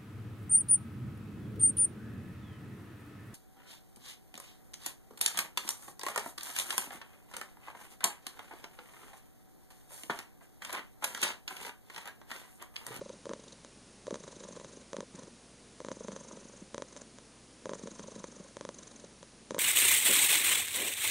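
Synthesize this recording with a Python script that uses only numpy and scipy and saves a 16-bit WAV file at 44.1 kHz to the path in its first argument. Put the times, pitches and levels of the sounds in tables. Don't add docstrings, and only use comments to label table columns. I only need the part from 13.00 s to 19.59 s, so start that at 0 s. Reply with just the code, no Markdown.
import sys
import numpy as np
from scipy import signal
from scipy.fft import rfft, irfft
from scipy.io import wavfile

SR = 44100
rng = np.random.default_rng(int(sys.argv[2]) if len(sys.argv) > 2 else 0)


def to_wav(sig):
    pcm = np.clip(np.atleast_2d(sig), -1, 1) * 32767
    pcm = np.round(pcm).astype(np.int16)
    wavfile.write(sys.argv[1], SR, pcm.T)


N = 290574

# first and last snap in seconds, growth of the gap per
# snap in seconds, direction (+1 out, -1 in), last snap's strength, crescendo and sharpness in dB,
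# answering pop's peak in dB and pitch in Hz, flutter level and final hiss level in dB.
ONSETS = [(0.256, .335, 0.004, -1, 0.5, 5, -8.5, -31, 533, -44.5, -60.5),
          (1.0688, 1.143, -0.004, 1, -1, 4.5, -5.5, -27.5, 423, -59, -58),
          (1.932, 2.006, 0.0037, -1, -1, 0, -5.5, -31.5, 497, -45, -66),
          (2.8036, 2.9163, -0.0069, 1, 2, 5, -14, -38, 403, -52, -58),
          (3.7453, 3.822, .0067, -1, 1.1, 0.5, -6.5, -39, 510, -50, -68),
          (4.657, 4.7346, .004, 1, 2.5, 1, -13.5, -33.5, 430, -40, -56),
          (5.5689, 5.6906, -0.0011, -1, 0, 2.5, -8, -51, 470, -52, -71),
          (6.5081, 6.583, -0.0012, 1, 3, -0.5, -9.5, -30.5, 404, -39.5, -53)]
# first and last puff in seconds, puffs per second, direction, crest
# in seconds, swell, fade, hiss level and flutter level in dB, pop pitch in Hz, nostril ring in dB.
BREATHS = [(0.016, 0.134, 24, 1, .03, -1.5, 3, -58, -53.5, 493, -4.5),
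           (0.4, 0.528, 24, -1, 0.515, 10, 1.5, -50.5, -54, 425, -0.5),
           (1.159, 1.813, 24.6, 1, 1.44, 3, 5, -53, -49.5, 420, -7.5),
           (2.154, 2.278, 23.8, -1, 2.195, 1, 10, -49.5, -47, 240, -8.5),
           (2.922, 3.612, 24.6, 1, 3.13, 7, 8.5, -51, -48, 367, -14),
           (3.886, 4.021, 22.7, -1, 3.975, 11, 2, -48, -50.5, 400, -14),
           (4.751, 5.484, 24.8, 1, 5.18, 2, 7.5, -52, -49, 390, -10.5),
           (5.748, 6.047, 23.2, -1, 5.79, 4, 6.5, -47.5, -53.5, 290, -9.5)]
# centre in Hz, width in Hz, gain in dB.
THROAT = [(566.7, 268, 16), (764, 145.5, -34), (959, 383, 13), (1710, 290, 4), (2660, 143, -15),
          (3297, 290, 6), (3820, 280, 7.5), (4840, 4800, 2), (6240, 850, 16.5), (7220, 520, 10.5),
          (8450, 460, 9.5)]
# centre in Hz, width in Hz, gain in dB.
CHEST = [(198, 113, 15)]
SNAPS_PER_S, TISSUE_JITTER_S = 26, 0.002085
TIME = np.arange(N) / SR


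def from_db(db):
    return 10 ** (np.asarray(db) / 20)


def rms_one(x):
    return x / np.sqrt(np.mean(x ** 2) + 1e-20)


def cut(x, hz, kind, order=2):
    return signal.sosfilt(signal.butter(order, hz, kind, fs=SR, output="sos"), x + 1e-18)


def resonate(x, peaks):
    for hz, width, db in peaks:
        height, a, c = np.sqrt(from_db(db)), np.tan(np.pi * width / SR), -2 * np.cos(2 * np.pi * hz / SR)
        x = signal.lfilter([1 + a * height, c, 1 - a * height], [1 + a / height, c, 1 - a / height], x + 1e-18)
    return x


def noise(spectrum):
    hz, db = np.transpose(spectrum)
    bins = np.maximum(np.fft.rfftfreq(N, 1 / SR), 1)
    return rms_one(irfft(rfft(rng.standard_normal(N)) * from_db(np.interp(np.log(bins), np.log(hz), db)), N))


def add(track, s, sound):
    at = int(np.clip(round(s * SR), 0, N - 1))
    track[at:at + len(sound)] += sound[:N - at]


def room(hiss_db=-56.5):
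    # frequency in Hz, relative spectral density in dB.
    room_spectrum = [(20, -8), (40, -24), (70, -7.5), (90, -8.5), (140, -3.5), (220, 3), (330, -2.5),
                     (520, -5), (720, -10), (1500, -14), (3500, -15.5), (6500, -14), (8500, -15),
                     (10000, -15.5), (11000, -24)]
    # frequency in Hz, rms level in dB.
    hum_tones = [(54.9, -71), (120.1, -71)]
    hum = sum(np.sqrt(2) * from_db(db) * np.sin(2 * np.pi * (hz * TIME + rng.random()))
              for hz, db in hum_tones)
    return from_db(hiss_db) * noise(room_spectrum) + hum


def beats(first, last, per_s, growth_s=0):
    k = np.arange(round((last - first) * per_s) + 1)
    return first + (last - first) * k / k[-1] + growth_s * k * (k - k[-1]) / 2


def soft_openings():
    return [(s, direction) for first, last, per_s, direction, *_ in BREATHS
            for s in beats(first, last, per_s)]


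def after_snaps(delay_s):
    return [(s + delay_s, direction) for first, last, growth_s, direction, *_ in ONSETS
            for s in beats(first, last, SNAPS_PER_S, growth_s)]


def openings():
    return soft_openings() + after_snaps(delay_s=0.0096)


def throat(x, low_hz=175, tilt_hz=600):
    return resonate(cut(cut(x, low_hz, "high"), tilt_hz, "low", order=1), THROAT)


def snaps(edge_hz=900, sharpness_spread_db=0.3):
    # time in seconds, strength in dB, sharpness (treble gain) in dB.
    lone_snaps = [(.0127, -10, -14), (.0941, -15.5, 1), (.4396, -17, -4), (.6478, -13, 0),
                  (1.1566, -3.5, -9), (1.2386, -10.5, -7), (1.2785, -7, -14), (1.4378, -8, -17),
                  (1.5652, -8, -12), (1.5989, -8.5, -10), (1.6464, -6.5, -8), (3.0837, -0.5, -14),
                  (3.1192, -8.5, -6), (3.1632, -3, -10.5), (3.9646, -14.5, 3.5), (4.1858, -13.5, -1),
                  (4.8735, -4.5, -9), (4.995, -3, -14), (5.2418, -1, -10.5), (6.2292, -9.5, -5)]
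    events = list(lone_snaps)
    for first, last, growth_s, _, db, crescendo_db, sharp_db, *_ in ONSETS:
        for s in beats(first, last, SNAPS_PER_S, growth_s):
            strength_db = db - crescendo_db * (last - s) / (last - first)
            events.append((s, strength_db, sharp_db - sharpness_spread_db * rng.standard_normal()))
    out, click = np.zeros(N), signal.unit_impulse(SR // 100)
    body = cut(click, edge_hz, "low", order=1)
    cycles = openings()
    for s, db, sharp_db in events:
        _, direction = min(cycles, key=lambda cycle: abs(cycle[0] - s))
        add(out, s, direction * from_db(db) * (body + from_db(sharp_db) * (click - body)))
    return throat(out)


def arch(times, db, attack_s, release_s=0.068, rest_db=-71):
    return np.interp(TIME, [times[0] - attack_s, *times, times[-1] + release_s], [rest_db, *db, rest_db])


def airflow(attack_s=0.053, hiss_rise_db=3, flutter_rise_db=13):
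    hiss, rasp = [], []
    for first, last, *_, flutter_db, hiss_db in ONSETS:
        hiss.append(arch([first, last], [hiss_db - hiss_rise_db, hiss_db], attack_s))
        times = [first + attack_s / 2, (first + last) / 2, last]
        rasp.append(arch(times, [flutter_db - flutter_rise_db, flutter_db, flutter_db], attack_s))
    for first, last, _, _, crest, swell_db, fade_db, hiss_db, flutter_db, *_ in BREATHS:
        times = [first, np.clip(crest, first, last), last]
        effort_db = np.array([-swell_db, 0, -fade_db])
        hiss.append(arch(times, hiss_db + effort_db, attack_s))
        rasp.append(arch(times, flutter_db + effort_db, attack_s))
    return np.max(hiss, axis=0), np.max(rasp, axis=0)


def puffs(cycles, out_s, in_s, uneven_db, closing=1, jitter_s=0.002):
    flow = np.zeros(N)
    for s, direction in cycles:
        late, size = rng.standard_normal(2)
        top = s + jitter_s * late
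        width = out_s if direction > 0 else in_s
        near = slice(*np.searchsorted(TIME, [top - 10 * width, top + 10 * width]))
        t = TIME[near] - top
        bell = np.exp(-.5 * (t / np.where(t < 0, width, closing * width)) ** 2)
        flow[near] += from_db(uneven_db * size) * bell
    return flow


def shot_noise(per_s):
    return (rng.random(N) < per_s / SR) * rng.choice([-1, 1], N)


def nose(level_db, leak=0.091, grain=0.28, ring_hz=3925, ring_width_hz=400, tick_db=22):
    # frequency in Hz, relative spectral density in dB.
    nostril_spectrum = [(700, -3), (1000, -48), (1400, -2.5), (2700, -14), (3600, -26), (4600, -14),
                        (5500, -6), (6300, 8), (6800, 0), (7400, 2.5), (8200, -11.5), (8900, -0.5),
                        (9400, -16), (10000, -30)]
    pulses = puffs(openings(), out_s=0.0071, in_s=0.0034, uneven_db=1.1, closing=0.77)
    flow = from_db(level_db) * (leak + pulses)
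    crackle = rms_one(np.exp(grain * rms_one(cut(rng.standard_normal(N), 560, "low"))))
    narrow_nostril = signal.iirpeak(ring_hz, ring_hz / ring_width_hz, fs=SR)
    ring = rms_one(signal.lfilter(*narrow_nostril, rng.standard_normal(N)))
    _, _, _, _, crests, *_, ring_db = np.transpose(BREATHS)
    narrowing = from_db(np.interp(TIME, crests, ring_db))
    ticks = shot_noise(per_s=45) * from_db(tick_db) * flow
    ticks = cut(cut(ticks, 1100, "high"), 2300, "low", order=1)
    return flow * crackle * (noise(nostril_spectrum) + narrowing * ring) + resonate(ticks, THROAT)


def throat_lag(direction):
    return 0.004475 if direction > 0 else -0.00403


def flutter(level_db, between=0.2, churn=0.66, rebound=0.54, rebound_s=0.0245, knock=2.12):
    flaps = shot_noise(per_s=1100)
    moves = [(s + throat_lag(direction), direction) for s, direction in soft_openings()]
    main = puffs(moves, out_s=0.0037, in_s=0.005, uneven_db=0.4)
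    rebounds = [(s + rebound_s, direction) for s, direction in soft_openings()]
    second = puffs(rebounds + after_snaps(delay_s=0.0188), out_s=0.0022, in_s=0.0031, uneven_db=4.5)
    blows = flaps * (between + churn * main + rebound * second)
    for s, direction in moves:
        add(blows, rng.normal(s, 0.00178), np.array([knock * direction]))
    voiced = throat(np.array([flaps, blows * from_db(level_db)]))
    muffled = cut(cut(voiced, 1500, "low", order=4), 135, "high", order=4)
    steady, pulsed = resonate(muffled, CHEST + [(1040, 190, 1.1)])
    return pulsed / steady.std()


def thumps(flutter_db, hz=179, decay_s=0.0039, over_flutter_db=-4.5, uneven_db=3, lead_s=0.003):
    out, t = np.zeros(N), np.arange(SR // 20) / SR
    thump = t / decay_s * np.exp(1 - t / decay_s) * np.sin(2 * np.pi * hz * t)
    for s, direction in soft_openings():
        db = np.interp(s, TIME, flutter_db) + over_flutter_db + uneven_db * rng.standard_normal()
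        start = rng.normal(s + throat_lag(direction) - lead_s, TISSUE_JITTER_S)
        add(out, start, from_db(db) * thump)
    return out


def answering_pops(delay_s=0.013, slip_s=0.0075, last_db=-13, spread_octaves=0.17):
    events = []
    for first, last, growth_s, *_, db, hz, _, _ in ONSETS:
        run = beats(first, last, SNAPS_PER_S, growth_s)
        for k, s in enumerate(run):
            peak_db = db + last_db * (k == len(run) - 1)
            pitch_hz = hz * 2 ** (spread_octaves * rng.standard_normal())
            events.append((s + delay_s + k * slip_s, peak_db, pitch_hz))
    return events


def puff_pops(flutter_db, delay_s=0.0021, over_flutter_db=5, spread_db=4, spread_octaves=0.26):
    events = []
    for first, last, per_s, direction, *_, hz, _ in BREATHS:
        for s in beats(first, last, per_s):
            late, size, pitch = rng.standard_normal(3)
            peak_s = s + throat_lag(direction) + delay_s + TISSUE_JITTER_S * late
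            peak_db = np.interp(s, TIME, flutter_db) + over_flutter_db + spread_db * size
            events.append((peak_s, peak_db, hz * 2 ** (spread_octaves * pitch)))
    return events


def pops(flutter_db, width_s=0.0012, glide_per_s=35, overtone=0.33, push_s=0.00022, push_below_hz=490):
    # time in seconds, peak level in dB, pitch in Hz.
    loud_pops = [(.017, -29.5, 486), (.063, -39.5, 500), (.103, -32.5, 490), (.302, -33, 387),
                 (1.112, -27, 515), (1.774, -38.5, 463), (2.03, -36.5, 483), (2.282, -40, 390),
                 (2.971, -37, 390), (3.009, -33, 455), (3.049, -32, 436), (3.09, -28.5, 450),
                 (3.332, -37.5, 377), (3.623, -37.5, 343), (4.719, -31.5, 540), (4.838, -32.5, 395),
                 (4.86, -35, 455), (4.884, -35, 298), (5.084, -37, 418), (5.163, -34, 464),
                 (5.401, -41.5, 407), (6.043, -39.5, 373)]
    events = list(loud_pops) + answering_pops() + puff_pops(flutter_db)
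    out, t = np.zeros(N), np.arange(-SR // 125, SR // 40) / SR
    swell = np.exp(-.5 * (t / width_s) ** 2)
    push = 1.44 * np.exp(-.5 * ((t + width_s) / push_s) ** 2)
    for s, db, hz in events:
        phase = 2 * np.pi * (rng.random() + hz * (t + .5 * glide_per_s * t ** 2))
        tone = swell * (np.sin(phase) + overtone * np.sin(2 * phase))
        lowness = np.clip(10 * (1 - hz / push_below_hz), 0, 1)
        pop = resonate(throat(lowness * push + tone), CHEST)
        size = np.abs(signal.hilbert(pop))
        add(out, s - size.argmax() / SR, from_db(db) * pop / size.max())
    return out


def scene():
    hiss_db, flutter_db = airflow()
    mix = room() + snaps() + nose(hiss_db) + flutter(flutter_db) + thumps(flutter_db) + pops(flutter_db)
    return np.tile(mix, (2, 1))


def record(dry):
    # centre in Hz, width in Hz, gain in dB.
    mic_notch = [(7690, 140, -18)]
    top = signal.cheby2(16, 50, 11380, fs=SR, output="sos")
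    return signal.sosfilt(top, resonate(dry, mic_notch))


dry = scene()
out = record(dry)
to_wav(out)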